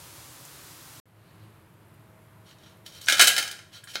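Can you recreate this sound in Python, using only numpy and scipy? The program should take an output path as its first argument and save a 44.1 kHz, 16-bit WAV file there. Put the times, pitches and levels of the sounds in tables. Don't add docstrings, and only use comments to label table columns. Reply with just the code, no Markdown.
import sys
import numpy as np
from scipy import signal
from scipy.fft import rfft, irfft, next_fast_len
from scipy.io import wavfile
from scipy.ndimage import uniform_filter1d, minimum_filter1d

SR = 44100
rng = np.random.default_rng(int(sys.argv[2]) if len(sys.argv) > 2 else 0)


def bounce(signal):
    frames = np.transpose(np.atleast_2d(signal))
    limited = np.clip(frames, -1, 1)
    pcm = np.round(limited * 32767).astype(np.int16)
    wavfile.write(sys.argv[1], SR, pcm)


N = 176400


def undb(db):
    return 10 ** (np.asarray(db) / 20)


def unit(x):
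    return x / np.sqrt(np.sum(x ** 2) + 1e-18)


def level(x, db):
    return x * undb(db) / np.sqrt(np.mean(x ** 2))


def contour(t, points):
    return np.interp(t, *np.array(points).T)


def add(out, x, at_s):
    i = int(at_s * SR)
    out[i:i + len(x)] += x[:len(out) - i]


def colour(x, points):
    size = next_fast_len(len(x) + 4096)
    size += size % 2
    hz, db = np.array(points, float).T
    f = np.maximum(np.arange(size // 2 + 1) * SR / size, 1)
    gain = undb(np.interp(np.log(f), np.log(hz), db))
    cepstrum = irfft(np.log(gain))
    cepstrum[1:size // 2] *= 2
    cepstrum[size // 2 + 1:] = 0
    return irfft(rfft(x, size) * np.exp(rfft(cepstrum)))[:len(x)]


def tilt(x, db_per_octave):
    return colour(x, [(1500, 0), (12000, db_per_octave * 3)])


def fall(t, t60):
    return np.exp(-np.log(1000) * t / t60)


def drift(per_s):
    hold = int(SR / per_s)
    steps = np.repeat(rng.standard_normal(N // hold + 1), hold)
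    return uniform_filter1d(steps, hold)[:N]


def grains(count, per_s, spread_db):
    timing, polarity, size = rng.random((3, count))
    amplitude = undb(-spread_db * np.log(np.maximum(size, .02)))
    return (timing < per_s / SR) * np.sign(polarity - .5) * amplitude


def bursts(impulses, t60):
    power = signal.lfilter([1], [1, -fall(2 / SR, t60)], impulses ** 2 + 1e-18)
    return rng.standard_normal(len(impulses)) * np.sqrt(power)


def resonate(force, hz, t60):
    r = fall(1 / SR, t60)
    return signal.lfilter([1, 0, -1], [1, -2 * r * np.cos(2 * np.pi * hz / SR), r * r], force + 1e-18)


def excite(force, modes, spectrum, noise_db, noise_t60, clank_db=0):
    hz, db, t60 = np.array(modes, float).T
    spot_db, spot_sign = rng.standard_normal((2, len(hz)))
    clank = undb(clank_db * np.exp(-(np.log2(hz / 1650) / .25) ** 2))
    gains = unit(np.sign(spot_sign) * undb(db + 1.5 * spot_db)) * clank
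    ring = sum(g * unit(resonate(force, f, s)) for g, f, s in zip(gains, hz, t60))
    overtones = colour(bursts(force, noise_t60), spectrum)
    return ring + undb(noise_db) * unit(overtones)


def blow(body, db, crunch_s, slope, clank_db):
    t = np.arange(SR // 5) / SR
    envelope = np.exp(-np.minimum(t / crunch_s, 10) ** 2)
    force = undb(4.5) * unit(grains(len(t), per_s=3500, spread_db=2.5) * envelope)
    force[0] += 1
    return undb(db) * unit(tilt(excite(force, **body, clank_db=clank_db), slope))


def kitchen_air(t):
    # (frequency [Hz], spectral level [dB])
    spectrum = [(15, -47), (25, -24), (69, -19), (89, -5), (107, -5), (183, -9), (246, -20), (322, -14),
                (509, -20), (631, -19.5), (722, -22.5), (997, -20), (2170, -27.5), (3170, -33),
                (5880, -41.5), (12800, -36), (15500, -48)]
    # (time [s], gain [dB])
    swell = [(1.1, 1), (1.45, 1.5), (1.7, -1), (1.95, .5), (2.3, 0.5), (3.0, 1), (3.9, -3.5)]
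    return level(colour(rng.standard_normal(N), spectrum), -55.7) * undb(contour(t, swell))


def motor_hum(t, hz=106.7):
    # (frequency ratio [1], relative level [dB])
    orders = [(1, -2), (1.5, -16), (2, -12), (3, -13.5)]
    # (time [s], level [dB])
    swell = [(1.06, -61), (1.3, -59), (1.43, -50), (1.55, -58), (1.9, -57), (2.1, -63), (2.3, -59),
             (2.6, -67), (3.9, -68)]
    phase = 2 * np.pi * np.cumsum(hz * (1 + .00794 * drift(8))) / SR
    hum = sum(undb(db + 2.5 * drift(7.03)) * np.sin(k * phase) for k, db in orders)
    return np.sqrt(2) * hum * undb(contour(t, swell))


def whine(t, hz=640):
    # (time [s], level [dB])
    swell = [(1.1, -77), (1.8, -75), (2.1, -68), (3.9, -69)]
    return undb(contour(t, swell) + 2.7 * drift(5.01)) * np.sin(2 * np.pi * hz * t)


def rustle(t):
    # (frequency [Hz], spectral level [dB])
    spectrum = [(800, -20), (2300, -6), (2900, 0), (3400, -7), (4000, -1), (4600, -4), (5300, -16),
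                (12000, -25)]
    # (time [s], level [dB])
    swell = [(1.06, -81), (1.3, -68), (1.43, -68), (1.6, -77), (1.9, -92), (2.4, -92)]
    scrape = level(colour(rng.standard_normal(N), spectrum), 0)
    return scrape * undb(contour(t, swell) + 1.5 * drift(15))


def fizz():
    # (frequency [Hz], spectral level [dB])
    spectrum = [(3000, -25), (7500, -10), (9500, 0), (13500, 0), (15500, -5)]
    pops = bursts(grains(N, per_s=250, spread_db=4), t60=.008)
    return level(colour(pops, spectrum), -77)


def sizzle():
    # (frequency [Hz], spectral level [dB])
    spectrum = [(18, -53), (30, -26), (48, -15), (111, 1.5), (168, -4), (192, -14.5), (324, -6), (420, -13),
                (561, -11.5), (767, -13.5), (996, -10), (2360, -15.5), (4090, -14.5), (12300, -16),
                (15500, -21)]
    hiss = rng.standard_normal(N)
    bubbles = .29 * level(grains(N, per_s=5000, spread_db=4), 0)
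    return level(colour(hiss + bubbles, spectrum), -47.5) * undb(.3 * drift(12.3))


def snaps():
    # (time [s], energy level [dB], peak frequency [Hz])
    events = [(.452, -22.5, 7200), (3.0615, -15.5, 6000), (3.8405, -22.5, 7900)]
    out, t = np.zeros(N), np.arange(SR // 20) / SR
    for at, db, hz in events:
        band = [(hz / 2 ** .6, -20), (hz, 0), (hz * 2 ** .9, -14)]
        burst = rng.standard_normal(len(t)) * fall(t, t60=.008)
        add(out, undb(db) * unit(colour(burst, band)), at)
    return out


def strainer():
    # (frequency [Hz], relative level [dB], t60 [s])
    modes = [(1402, -7, .06), (1640, -7, .08), (2330, -6, .04), (3075, -1, .04), (3270, -3, .03),
             (3730, -1, .03), (3994, -2, .03), (4400, -1, .03), (5330, -6, .03), (5690, -6, .03),
             (6500, -9, .03), (7850, -15, .03)]
    # (frequency [Hz], spectral level [dB])
    rasp = [(100, -30), (500, -4), (1000, -8), (1500, -0.5), (4000, 1), (7000, -5.5), (10000, -7),
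            (15500, -14)]
    # (time [s], relative level [dB], rattle length [s], tilt [dB/octave], clank [dB])
    knocks = [(2.511, -28, 0.0033, -2.5, 0), (2.584, -34, .003, 0, -1.5), (2.635, -33, .003, -2, 0),
              (2.661, -30, .004, -4, 0), (2.8622, -15.5, .003, 1, 0), (3.0132, -18, 0.0072, 3.5, -2),
              (3.836, -22, .006, -3, 14), (3.8734, -19, .002, -3, 9)]
    # (time [s], length [s], level [dB], tilt [dB/octave])
    slides = [(2.44, .10, -61, 0.5), (2.57, .19, -64, -.5), (2.845, .07, -56, 2), (2.90, .11, -53.5, 1.5),
              (2.998, .07, -51, 3.5), (3.71, .095, -52, 0), (3.868, 0.068, -50, 1.5),
              (3.932, .025, -44.5, 1.5)]
    wires = dict(modes=modes, spectrum=rasp, noise_db=-.5, noise_t60=.025)
    out, t = np.zeros(N), np.arange(SR // 2) / SR
    for at, db, rattle_s, slope, clank_db in knocks:
        add(out, blow(wires, db - .8, rattle_s, slope, clank_db), at)
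    for at, length_s, db, slope in slides:
        arch = np.sin(np.pi * np.minimum(t / length_s, 1))
        friction = grains(len(t), per_s=3000, spread_db=2.5) * arch
        scrape = unit(tilt(excite(friction, **wires), slope))
        add(out, undb(db) * np.sqrt(length_s * SR) * scrape, at)
    return out


def rim_clink():
    # (frequency [Hz], relative level [dB], t60 [s])
    modes = [(1379, -1, .14), (1485, -2, .12), (2150, -6, .06), (3240, -1, .05), (3650, -2, .03),
             (3900, 0, .03)]
    # (frequency [Hz], spectral level [dB])
    click = [(100, -25), (500, -9), (1000, -8), (1500, 0), (2600, -5), (4200, 0), (6300, -7), (8000, -17),
             (15500, -24)]
    rim = dict(modes=modes, spectrum=click, noise_db=2, noise_t60=.012)
    out = np.zeros(N)
    add(out, blow(rim, db=-1.5, crunch_s=.0002, slope=-.2, clank_db=0), at_s=3.9551)
    return out


def balls_on_plate():
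    # (frequency [Hz], relative level [dB], t60 [s])
    modes = [(645, -15, .06), (1292, -11, .1), (1376, -3, .1), (1492, -4, .11), (1629, -1.5, .09),
             (1675, -4, .12), (2020, -8, .035), (2155, -5, .06), (2400, -2, .025), (3010, 1, .04),
             (3160, -2, .025), (3780, 1, .02), (4470, -3, .015), (5220, -4, .015), (6300, -6, .018)]
    # (frequency [Hz], spectral level [dB])
    crack = [(60, -30), (220, -12), (450, -9.5), (750, -2), (1080, -15), (1450, -3.5), (2800, -.5),
             (5500, -1), (9300, -2.5), (11000, -8), (15500, -13)]
    # (time [s], relative level [dB], crunch length [s], tilt [dB/octave], clank [dB])
    landings = [(3.0695, -25, .012, -1, 3), (3.077, -24, .008, -1, 2), (3.0848, -5, .0015, -1.5, 9),
                (3.098, -9, .005, 0, 0), (3.110, -18, .008, 0, 0), (3.123, -7.5, .008, -1, 0),
                (3.142, -17, .01, -1, 0), (3.171, -20, .008, 0, 0), (3.181, -15, .008, -1, 0),
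                (3.1945, -2, .005, -1, 1), (3.202, -3, .004, -1.5, 3), (3.2106, -2, .006, 2, 0),
                (3.218, -1, .008, 0.5, 0), (3.240, -9, .01, 1.5, -2), (3.272, -5, 0.0047, 2, -4),
                (3.280, -6, 0.0039, 2, -4), (3.299, -15.5, .005, -5, 0), (3.364, -13, .003, -.5, 2),
                (3.380, -9, .007, .5, 0), (3.397, -20, 0.0031, 0, -1.5), (3.425, -20, 0.0049, 0, 0),
                (3.453, -30, 0.0034, -2.5, 0), (3.477, -26, .002, 1, -3), (3.513, -26, 0.0018, 2.5, -3),
                (3.524, -33, .003, -6, 2), (3.59, -36, .002, -3, -2)]
    plate = dict(modes=modes, spectrum=crack, noise_db=-2, noise_t60=.026)
    out = np.zeros(N)
    for at, db, crunch_s, slope, clank_db in landings:
        add(out, blow(plate, db + 16, crunch_s, slope, clank_db), at)
    return out


def room(x, first_echo_s=.002):
    # (frequency [Hz], t60 [s])
    decay = [(200, .6), (1500, .55), (4000, .5), (9000, .45), (15000, .38)]
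    hz, t60 = np.array(decay).T
    t = np.arange(SR) / SR
    spectrum = rfft(rng.standard_normal(len(t)))
    log_f = np.log(np.maximum(np.arange(len(spectrum)), 1))
    bands = [irfft(spectrum * np.interp(log_f, np.log(hz), share)) for share in np.eye(len(hz))]
    tail = sum(band * fall(t, s) for band, s in zip(bands, t60))
    early = rng.standard_normal(len(t)) * fall(t, t60=.13)
    echoes = (undb(-5.5) * unit(tail) + undb(-3.5) * unit(early)) * (t > first_echo_s)
    return x + signal.fftconvolve(x, echoes)[:N]


def scene():
    sizzle_end_s, kitchen_start_s, fade_s = 1.0, 1.056, .26
    t = np.arange(N) / SR
    fade_db = -6.5 * np.clip(1 - (t - kitchen_start_s) / fade_s, 0, 1)
    contacts = room(balls_on_plate() + rim_clink() + strainer() + snaps())
    frying = sizzle() * (t < sizzle_end_s)
    background = kitchen_air(t) + motor_hum(t) + whine(t) + rustle(t) + fizz()
    return (contacts + frying + background * undb(fade_db) * (t > kitchen_start_s))[None]


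def record(dry):
    ceiling, window, top_hz = .95, int(.002 * SR), 15800
    needed_gain = ceiling / np.maximum(np.abs(dry), ceiling)
    gain = uniform_filter1d(minimum_filter1d(needed_gain, window), window)
    return signal.sosfilt(signal.ellip(10, .1, 80, top_hz, fs=SR, output="sos"), dry * gain)


dry = scene()
out = record(dry)
bounce(out)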